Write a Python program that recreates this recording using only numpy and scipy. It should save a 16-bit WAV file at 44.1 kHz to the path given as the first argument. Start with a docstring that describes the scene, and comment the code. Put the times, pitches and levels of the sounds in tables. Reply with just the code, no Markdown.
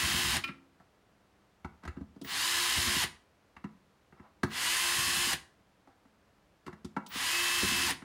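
"""Cordless screwdriver on a plastic case

In four short runs a screwdriver backs screws out of an equipment case on a wooden bench. Motor and
planetary gears whine at multiples of the shaft rate, tooth impacts rattle the shell, the bit jolts in
the screw head, and the spindle locks as it brakes. Between runs, tool and hands knock the case into
damped vibration and a loose screw rings on metal. The scene is heard close by in a small quiet room."""
import sys
import numpy as np
from scipy import signal
from scipy.fft import rfft, irfft, next_fast_len
from scipy.io import wavfile
from scipy.ndimage import map_coordinates

SR = 44100
rng = np.random.default_rng(int(sys.argv[2]) if len(sys.argv) > 2 else 0)


def unload_audio(sound):
    """Save the sound as a 16-bit wav file, at the path given as the first command line argument."""
    columns = np.transpose(np.atleast_2d(sound))
    # keep every value between -1 and 1, then stretch to whole-number steps
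    steps = np.round(np.clip(columns, -1, 1) * 32767)
    wavfile.write(sys.argv[1], SR, steps.astype(np.int16))


N = 354563
T = np.arange(N) / SR
HIT = T[:SR // 3]  # time axis of one impact
TOP_SHAFT_HZ, MESHES_PER_TURN = 349.2, 7.5
LOCK_S = .072  # from trigger release to spindle lock

# Motor runs (levels in all tables are relative):
# pressed_s, released_s, treble_db, rasp_db, hum_db, grip_ring_hz, mesh_db, whistle_db
RUNS = [(-.7, .296, -6.1, -10, -6, 14700, -44.5, -80), (2.24, 2.965, -4.6, -7.5, -3, 4500, -49, -50),
        (4.48, 5.26, -4.2, -14, -3, 8700, -41.5, -68), (7.085, 7.835, -5.5, -15.5, 0.5, 13200, -36.5, -52)]
# The loosened screw of each run: first_jolt_s, turn_s, level_db, loss_per_turn_db, thump_hz, shake_db
JOLTS = [(.034, .104, -29.5, 1.5, 75, -47), (2.774, .094, -28, 2, 115, -52.5),
         (4.976, .097, -38, -.5, 170, -55), (7.629, .085, -26, 7.5, 250, -50)]
# Modes of the bench top: pitch_hz, width_hz, level_db
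BENCH_MODES = [(70, 17, 2), (112, 56, -8), (147, 42, -1.5), (197.6, 44.7, -0.5), (272, 50, -2),
               (354, 26, -1.5), (448, 110, -11)]
# Modes of the plastic case: pitch_hz, width_hz, level_db
CASE_MODES = [(521, 130, -13.5), (687, 120, -4.5), (900, 170, -3), (1090, 160, -3.5), (1330, 150, -3.5),
              (1620, 130, -6), (1973, 260, -7), (2300, 150, -10), (2660, 150, -9.5), (2835, 110, -7.5),
              (3700, 400, -12.5)]


def screwdriver():
    """Rotating machinery: one shaft angle sets the timing of the whine, brake howl and rattle."""
    speeds = np.array([shaft_speed(pressed, released) for pressed, released, *_ in RUNS])
    shaft_hz = TOP_SHAFT_HZ * speeds.sum(axis=0) * (1 + .0005 * wobble(12))
    turns = np.cumsum(shaft_hz) / SR
    tones = amp(-1) * gear_whine(turns, speeds) + amp(-29.5) * brake_howl(turns, speeds)
    return amp(-.5) * gear_rattle(turns) + tones + amp(-1) * controller_whistle()


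def spin_up(pressed, rise_s=.095):
    """Soft start: the share of top speed approaches 1 asymptotically."""
    return 1 - np.exp(-(np.maximum(T - pressed, 0) / rise_s) ** 1.4)


def shaft_speed(pressed, released, brake_s=.105):
    """Acceleration and braking: the share of top speed rises, then falls ever faster to rest."""
    return spin_up(pressed) * np.clip(1 - (np.maximum(T - released, 0) / brake_s) ** 3, 0, 1)


def gear_rattle(turns, scatter_db=4.5, tooth_share=.32, throb=.11):
    """Forced vibration: uneven tooth impacts and sliding friction drive shell, gear case and bench."""
    # Spectra of the gear train, its treble sizzle and the shaking bench: frequency_hz, density_db
    gear_spectrum = [(250, -46), (420, -14.5), (606, -21.5), (678, -12), (936, -6), (1020, -2), (1370, -4),
                     (1760, -0.5), (2300, -3), (3040, 0.5), (3290, -2), (5130, -7), (6000, -16.5),
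                     (7800, -42.5), (13200, -120)]
    sizzle_spectrum = [(2940, -27.5), (5000, -4), (5370, -8), (5910, -6), (6480, -2.5), (8770, -3),
                       (9750, -1.5), (11700, -8.5), (13800, -10), (15800, -20.5)]
    shake_spectrum = [(21, -42), (35, -11.5), (65, 3.5), (189, -2.5), (242, 0), (269, -1), (301, -8),
                      (345, 2), (420, -20), (550, -48.5), (920, -120)]
    # Modes of the tool's shell and of its gear case: pitch_hz, width_hz, level_db
    shell_modes = [(1060, 190, -4.5), (1660, 130, -1.5), (1963, 100, 2.5), (2410, 160, -8.5),
                   (2870, 130, -2.5), (3560, 200, -8.5)]
    gear_case_modes = [(3120, 140, -8), (3820, 290, 2.5), (4360, 240, 2), (4900, 220, -10)]
    meets = np.diff(np.floor(turns * MESHES_PER_TURN + .25 * wobble(900)), prepend=0) > 0
    clicks = meets * rng.choice([-1, 1], N) * amp(scatter_db * wobble(500))
    teeth = signal.fftconvolve(clicks, burst(.0084))[:N]  # each click scatters through the gear train
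    load = 1 + throb * np.cos(3 * np.pi * turns)  # the load passes from planet to planet
    grind = lambda: load * (rng.standard_normal(N) + .5 * worn_teeth(turns))
    force = tooth_share * unit(teeth) + grind()
    rattle_gain, treble_gain, shake_gain, rasp_gain = rattle_envelopes()
    body = amp(-4) * coloured(force, gear_spectrum) + amp(-9.5) * unit(resonate(grind(), shell_modes))
    sizzle = amp(-1.8) * treble_gain * coloured(force, sizzle_spectrum)
    rasp = amp(-3) * rasp_gain * unit(resonate(grind(), gear_case_modes))
    shake = amp(4) * shake_gain * coloured(rng.standard_normal(N), shake_spectrum)
    return rattle_gain * body + sizzle + rasp + shake


def rattle_envelopes(base_db=-31.1, decay_db_per_s=360, loosen_s=.07):
    """Power laws: rattle, treble, shake and rasp grow with speed, then decay once the spindle locks."""
    gains = np.zeros((4, N))
    for (pressed, released, treble_db, rasp_db, *_), (loose_s, *_, loose_db) in zip(RUNS, JOLTS):
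        speed = spin_up(pressed)
        decay = amp(-decay_db_per_s * np.maximum(T - released - LOCK_S, 0))
        rattle = amp(base_db) * speed ** 1.1 * decay
        treble = amp(base_db + treble_db) * (speed * decay) ** 1.55
        shake_db = np.interp(T, [loose_s - loosen_s, loose_s], [-60, loose_db])  # tight, then loose
        shake = amp(shake_db) * np.sqrt(speed * decay)
        gains += [rattle, treble, shake, rattle * amp(rasp_db)]
    return gains


def worn_teeth(turns, points=640):
    """Periodic roughness: the same flaws return with each turn of the planet carrier, 40 meshes long."""
    place = (turns * MESHES_PER_TURN / 40 * points) % points
    profiles = rng.standard_normal((2, points))
    first, second = (np.interp(place, np.arange(points), flaws) for flaws in profiles)
    lean = wobble(5)  # the gears shift on their axles, so other flanks touch
    return unit(np.cos(lean) * first + np.sin(lean) * second)


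def gear_whine(turns, speeds, flutter_db=1.6, hum_flutter_db=2.5, jitter_rad=.11):
    """Shaft orders: tones at multiples of the shaft rate grow with speed, the mesh tone most steeply."""
    # Motor and gear tones: shaft_multiple, level_db
    orders = [(1, -51), (3, -48.5), (5, -50), (6, -51), (9, -44.5), (12, -54), (15, -50), (18, -56),
              (21, -54), (24, -55.5), (27, -51.5), (29, -55.5), (38, -60), (42, -64), (45, -64)]
    out = np.zeros(N)
    on = speeds.sum(axis=0) > 0
    speed = speeds.sum(axis=0)[on]
    current_run = speeds[:, on].argmax(axis=0)
    *_, hum_db, grip_ring_hz, mesh_db, _ = np.array(RUNS)[current_run].T
    tone = lambda order: np.sqrt(2) * np.sin(2 * np.pi * order * turns[on] + jitter_rad * wobble(90)[on])
    bell = lambda x: np.exp(-x ** 2)
    strain_db = 6 * bell((speed - .92) / .04)  # a swell just short of top speed, around 4200 Hz
    for order, db in orders:
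        hz = order * TOP_SHAFT_HZ * speed
        grip_db = 6 * bell(np.log2(hz / grip_ring_hz) / .25)  # the grip lets one narrow band ring
        lift_db = grip_db + strain_db * bell(np.log2(hz / 4200))
        is_hum = order == 1  # the hum wavers with the load
        sway_db = hum_db + hum_flutter_db * wobble(14)[on] if is_hum else flutter_db * wobble(22)[on]
        out[on] += amp(db + lift_db + sway_db) * speed ** 3.5 * tone(order)
    mesh = speed ** 20 * tone(MESHES_PER_TURN)
    out[on] += amp(mesh_db + flutter_db * wobble(22)[on]) * mesh
    return out


def brake_howl(turns, speeds, poles=3, jitter_rad=1.51, sputter_db=3):
    """Electromagnetic braking: the shorted motor's poles drag on the rotor in a rough falling tone."""
    speed = sum(share * (T > released) for share, (_, released, *_) in zip(speeds, RUNS))
    drag = speed ** 3 * np.sqrt(np.abs(1 - speed)) * amp(sputter_db * wobble(120))
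    return drag * np.sin(2 * np.pi * poles * turns + jitter_rad * wobble(260))


def controller_whistle(pitch_hz=15550, ramp_s=.09):
    """Switching tone: the chopped motor current whistles only during the soft start."""
    gate = sum(amp(db) * np.clip(np.minimum(T - pressed + .008, pressed + ramp_s - T) / .01, 0, 1)
               for pressed, *_, db in RUNS)
    return gate * np.sin(2 * np.pi * pitch_hz * T)


def spindle_locks():
    """Sudden arrest: steel rollers jam the spindle and chatter, the shell clacks, the bench thumps."""
    out = np.zeros(N)
    for _, released, *_ in RUNS:
        chatter = amp(-41.5) * unit_blow(resonate(burst(.034), [(9300, 380, 0)]))
        clack = amp(-37.5) * unit_blow(resonate(burst(.059), [(1870, 310, 0)]))
        add(out, released + LOCK_S, chatter + clack + amp(-44) * bench_thump(pitch_hz=170))
    return out


def bit_jolts():
    """Periodic impact: once a turn the bit rides up on the loose screw and drops, until the lock."""
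    out = np.zeros(N)
    for (first_s, turn_s, db, loss_db, thump_hz, _), (_, released, *_) in zip(JOLTS, RUNS):
        for turn, start_s in enumerate(np.arange(first_s, released + LOCK_S, turn_s)):
            add(out, start_s, amp(db - 8.5 - loss_db * turn) * bench_thump(thump_hz))
    return out


def bench_thump(pitch_hz):
    """Structure-borne sound: a jolt of the tool passes through the case into the bench's modes."""
    return strike(BENCH_MODES, pitch_hz, focus_db=3, t60_s=.06, scuffle=1, band_hz=(50, 700))


def knocks_and_clicks(rebound_s=.014, rebound_loss_db=14):
    """Impact excitation: each contact gives a bench thump, a plastic clack with one rebound, a tick."""
    # Knocks on the case, trigger clicks, and a thump as the gears take up slack:
    # start_s, thump_db, thump_hz, clack_db, clack_hz, tick_db
    contacts = [(.488, -44.5, 272, -40, 2630, -68), (.799, -63.5, 113, -56.5, 767, -76),
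                (1.646, -42, 130, -39, 790, -59), (1.834, -54.5, 194, -51, 1370, -62.5),
                (1.851, -47, 150, -43, 1420, -55), (1.876, -42, 120, -39.5, 2070, -53),
                (1.969, -43, 200, -57, 1160, -73.5), (2.01, -40.5, 85, -57, 654, -71),
                (2.161, -52, 207, -60, 789, -74), (2.214, -44, 180, -54, 753, -50),
                (2.246, -49, 213, -47, 2210, -50), (3.565, -60, 100, -47, 1330, -67),
                (3.641, -39, 160, -44, 1450, -62), (4.124, -60, 175, -57, 1380, -79),
                (4.197, -53, 130, -55, 1310, -77), (4.432, -29.5, 215, -26.5, 1090, -37.5),
                (5.873, -63.5, 490, -57, 630, -73.5), (6.051, -63, 396, -65, 770, -83.5),
                (6.664, -49, 188, -46.5, 2040, -54.5), (6.677, -44.5, 275, -42, 867, -59.5),
                (6.728, -50, 153, -49, 1580, -64), (6.846, -41, 151, -52, 961, -49),
                (6.965, -36.5, 266, -29.5, 800, -55), (7.063, -65, 237, -57, 829, -47.5),
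                (7.154, -47, 200, -48, 1000, -62), (8.02, -52, 140, -49, 1440, -63.5)]
    # Spectrum of a hard contact: frequency_hz, density_db
    tick_spectrum = [(1500, -23.5), (3000, 4.5), (4500, 3.5), (7000, -2), (10000, -7), (15000, -19.5)]
    out = np.zeros(N)
    for start_s, thump_db, thump_hz, clack_db, clack_hz, tick_db in contacts:
        thump = strike(BENCH_MODES, thump_hz, focus_db=3, t60_s=.046, scuffle=.7,
                       band_hz=(.31 * thump_hz, 520))
        add(out, start_s, amp(thump_db + 1.5) * thump)
        for delay_s, loss_db in [(0, 0), (rebound_s, rebound_loss_db)]:
            clack = strike(CASE_MODES, clack_hz, focus_db=4.8, t60_s=.06, scuffle=2.1,
                           band_hz=(400, 2500))
            add(out, start_s + delay_s, amp(clack_db - 5 - loss_db) * clack)
        envelope = amp(-60 * HIT / .056) * (1 - np.exp(-HIT / .0013))
        tick = coloured(rng.standard_normal(len(HIT)), tick_spectrum) * envelope
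        add(out, start_s, amp(tick_db - 6) * unit_blow(tick))
    return out


def loose_screw():
    """Free vibration: a screw drops on the chassis and bounces once; metal and case ring and decay."""
    # The drop and the bounce: start_s, level_db
    impacts = [(0.4382, -20), (.476, -32)]
    # Ringing modes of the struck metal, with the low lingering ring of the case:
    # pitch_hz, level_db, t60_s
    ring_modes = [(270, -24, 0.85), (339, -24, 0.79), (1090, -11.5, 0.094), (1353, -8.5, 0.19),
                  (1810, -16, .1), (2368, -2, .07), (2427, -0.5, 0.087), (2700, -10, 0.16),
                  (3020, -10, 0.073), (4215, -18.5, 0.048), (4930, -14, 0.031)]
    out = np.zeros(N)
    attack = 1 - np.exp(-HIT / .002)
    for start_s, db in impacts:
        ring = sum(amp(mode_db + rng.normal(0, 2) - 60 * HIT / t60_s)
                   * np.sin(2 * np.pi * (hz * HIT + rng.random())) for hz, mode_db, t60_s in ring_modes)
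        clatter = unit_blow(resonate(burst(.062), [(2440, 900, 2.5), (5260, 1400, -10.5)]))
        ping = (unit_blow(ring) + .61 * clatter) * attack
        add(out, start_s, amp(db - 13.5) * unit_blow(ping))
    return out


def bit_slides():
    """Friction noise: seeking the next screw, the bit rubs the case and drives its modes in swells."""
    # Slides over the plastic: centre_s, half_length_s, level_db, pitch_hz
    slides = [(1.846, 0.011, -55, 1420), (1.972, 0.018, -60, 900), (4.185, .025, -68, 1100),
              (4.255, .03, -61, 730), (5.907, 0.022, -71, 900), (7.005, 0.016, -57, 1000)]
    out = np.zeros(N)
    lowpass = signal.butter(2, 4000, fs=SR, output="sos")
    for centre_s, half_s, db, pitch_hz in slides:
        modes = [(hz, width, level - 5 * np.log2(hz / pitch_hz) ** 2) for hz, width, level in CASE_MODES]
        rub = signal.sosfilt(lowpass, unit(resonate(rng.standard_normal(len(HIT)), modes)))
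        swell = np.exp(-(HIT / half_s - 3) ** 2 / 2)
        add(out, centre_s - 3 * half_s, amp(db) * rub * swell)
    return out


def reverberation(x):
    """Diffuse field: reflections arrive after 5 ms and decay exponentially, the treble fastest."""
    # Reverberation times of the room: frequency_hz, t60_s
    decay_times = [(100, 0.49), (300, 0.41), (1000, 0.4), (3000, 0.31), (9000, .3), (15000, 0.18)]
    hz, t, noise = signal.stft(rng.standard_normal(SR * 2 // 3), SR, nperseg=256)
    tail = signal.istft(noise * amp(-60 * t / along(decay_times, hz)[:, None]), SR, nperseg=256)[1]
    return signal.fftconvolve(x, np.pad(tail, (SR // 200, 0)) / np.linalg.norm(tail))[:N]


def room_air(level_db=-67.5):
    """Ambient noise: a faint steady hush, strongest in the bass."""
    # Spectrum of the still room: frequency_hz, density_db
    air_spectrum = [(12, -58.5), (20, -20.5), (65, -5), (171, -9.5), (203, -3.5), (227, -13.5), (291, -9),
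                    (364, -13), (396, -11), (940, -15.5), (1180, -16.5), (1790, -20), (2110, -22),
                    (4610, -29), (15800, -42.5)]
    return amp(level_db) * coloured(rng.standard_normal(N), air_spectrum)


def strike(modes, centre_hz, focus_db, t60_s, scuffle, band_hz):
    """Modal excitation by a push and a scuffle: the place of the blow favours modes near centre_hz."""
    force = scuffle * unit(burst(t60_s)) / np.sqrt(len(HIT))
    force[0] += 1
    soft_contact = signal.butter(2, band_hz, "bandpass", fs=SR, output="sos")
    excited = [(hz, width, db - focus_db * np.log2(hz / centre_hz) ** 2 + rng.normal(0, 1.5))
               for hz, width, db in modes]
    return unit_blow(resonate(signal.sosfilt(soft_contact, force), excited))


def resonate(x, modes):
    """Superposition: x drives parallel resonators of alternating sign."""
    return filtered(x, lambda f: sum((-1) ** k * amp(db) * 1j * f * width
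                                     / (hz * hz - f * f + 1j * f * width)
                                     for k, (hz, width, db) in enumerate(modes)))


def coloured(x, spectrum):
    """Spectral shaping: x weighted by the spectrum, at rms 1."""
    return unit(filtered(x, lambda hz: amp(along(spectrum, hz))))


def filtered(x, response):
    """Linear filtering: the spectrum of x times a complex frequency response."""
    size = next_fast_len(len(x) + 8192)
    return irfft(rfft(x, size) * response(np.fft.rfftfreq(size, 1 / SR)), size)[:len(x)]


def burst(t60_s):
    """Exponentially decaying noise: the scuffle of one contact."""
    return rng.standard_normal(len(HIT)) * amp(-60 * HIT / t60_s)


def wobble(rate_hz):
    """Random modulation: a smooth curve through rate_hz knots a second."""
    knots = rng.standard_normal(int(N * rate_hz / SR) + 4)
    return np.interp(T, T[::64], map_coordinates(knots, [T[::64] * rate_hz]))


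def along(points, hz):
    """Interpolation of (frequency_hz, value) points on a log frequency axis."""
    known_hz, values = np.transpose(points)
    return np.interp(np.log(hz + 1), np.log(known_hz + 1), values)


def amp(db):
    """Decibels to amplitude ratio."""
    return 10 ** (np.asarray(db) / 20)


def unit(x):
    """Normalisation to rms 1."""
    return x / np.sqrt(np.mean(x ** 2) + 1e-20)


def unit_blow(x):
    """Normalisation to rms 1 over the first 20 ms."""
    return x / np.sqrt(np.mean(x[:SR // 50] ** 2) + 1e-20)


def add(track, start_s, sound):
    """Superposition of a sound on the track from start_s."""
    part = track[max(round(start_s * SR), 0):][:len(sound)]
    part += sound[:len(part)]


def scene():
    """Direct sound, reverberation and ambient noise add, the same in both channels."""
    tool = screwdriver() + spindle_locks()
    blows = knocks_and_clicks() + bit_jolts() + bit_slides() + loose_screw()
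    air = room_air()
    mono = tool + blows + reverberation(amp(-14) * tool + amp(-11.5) * blows) + air
    return np.array([mono, mono])


def record(dry):
    """Band limiting: an ideal low-pass filter removes the highest treble."""
    cutoff_hz = 15830
    return np.array([filtered(channel, lambda hz: hz < cutoff_hz) for channel in dry])


dry = scene()
out = record(dry)
unload_audio(out)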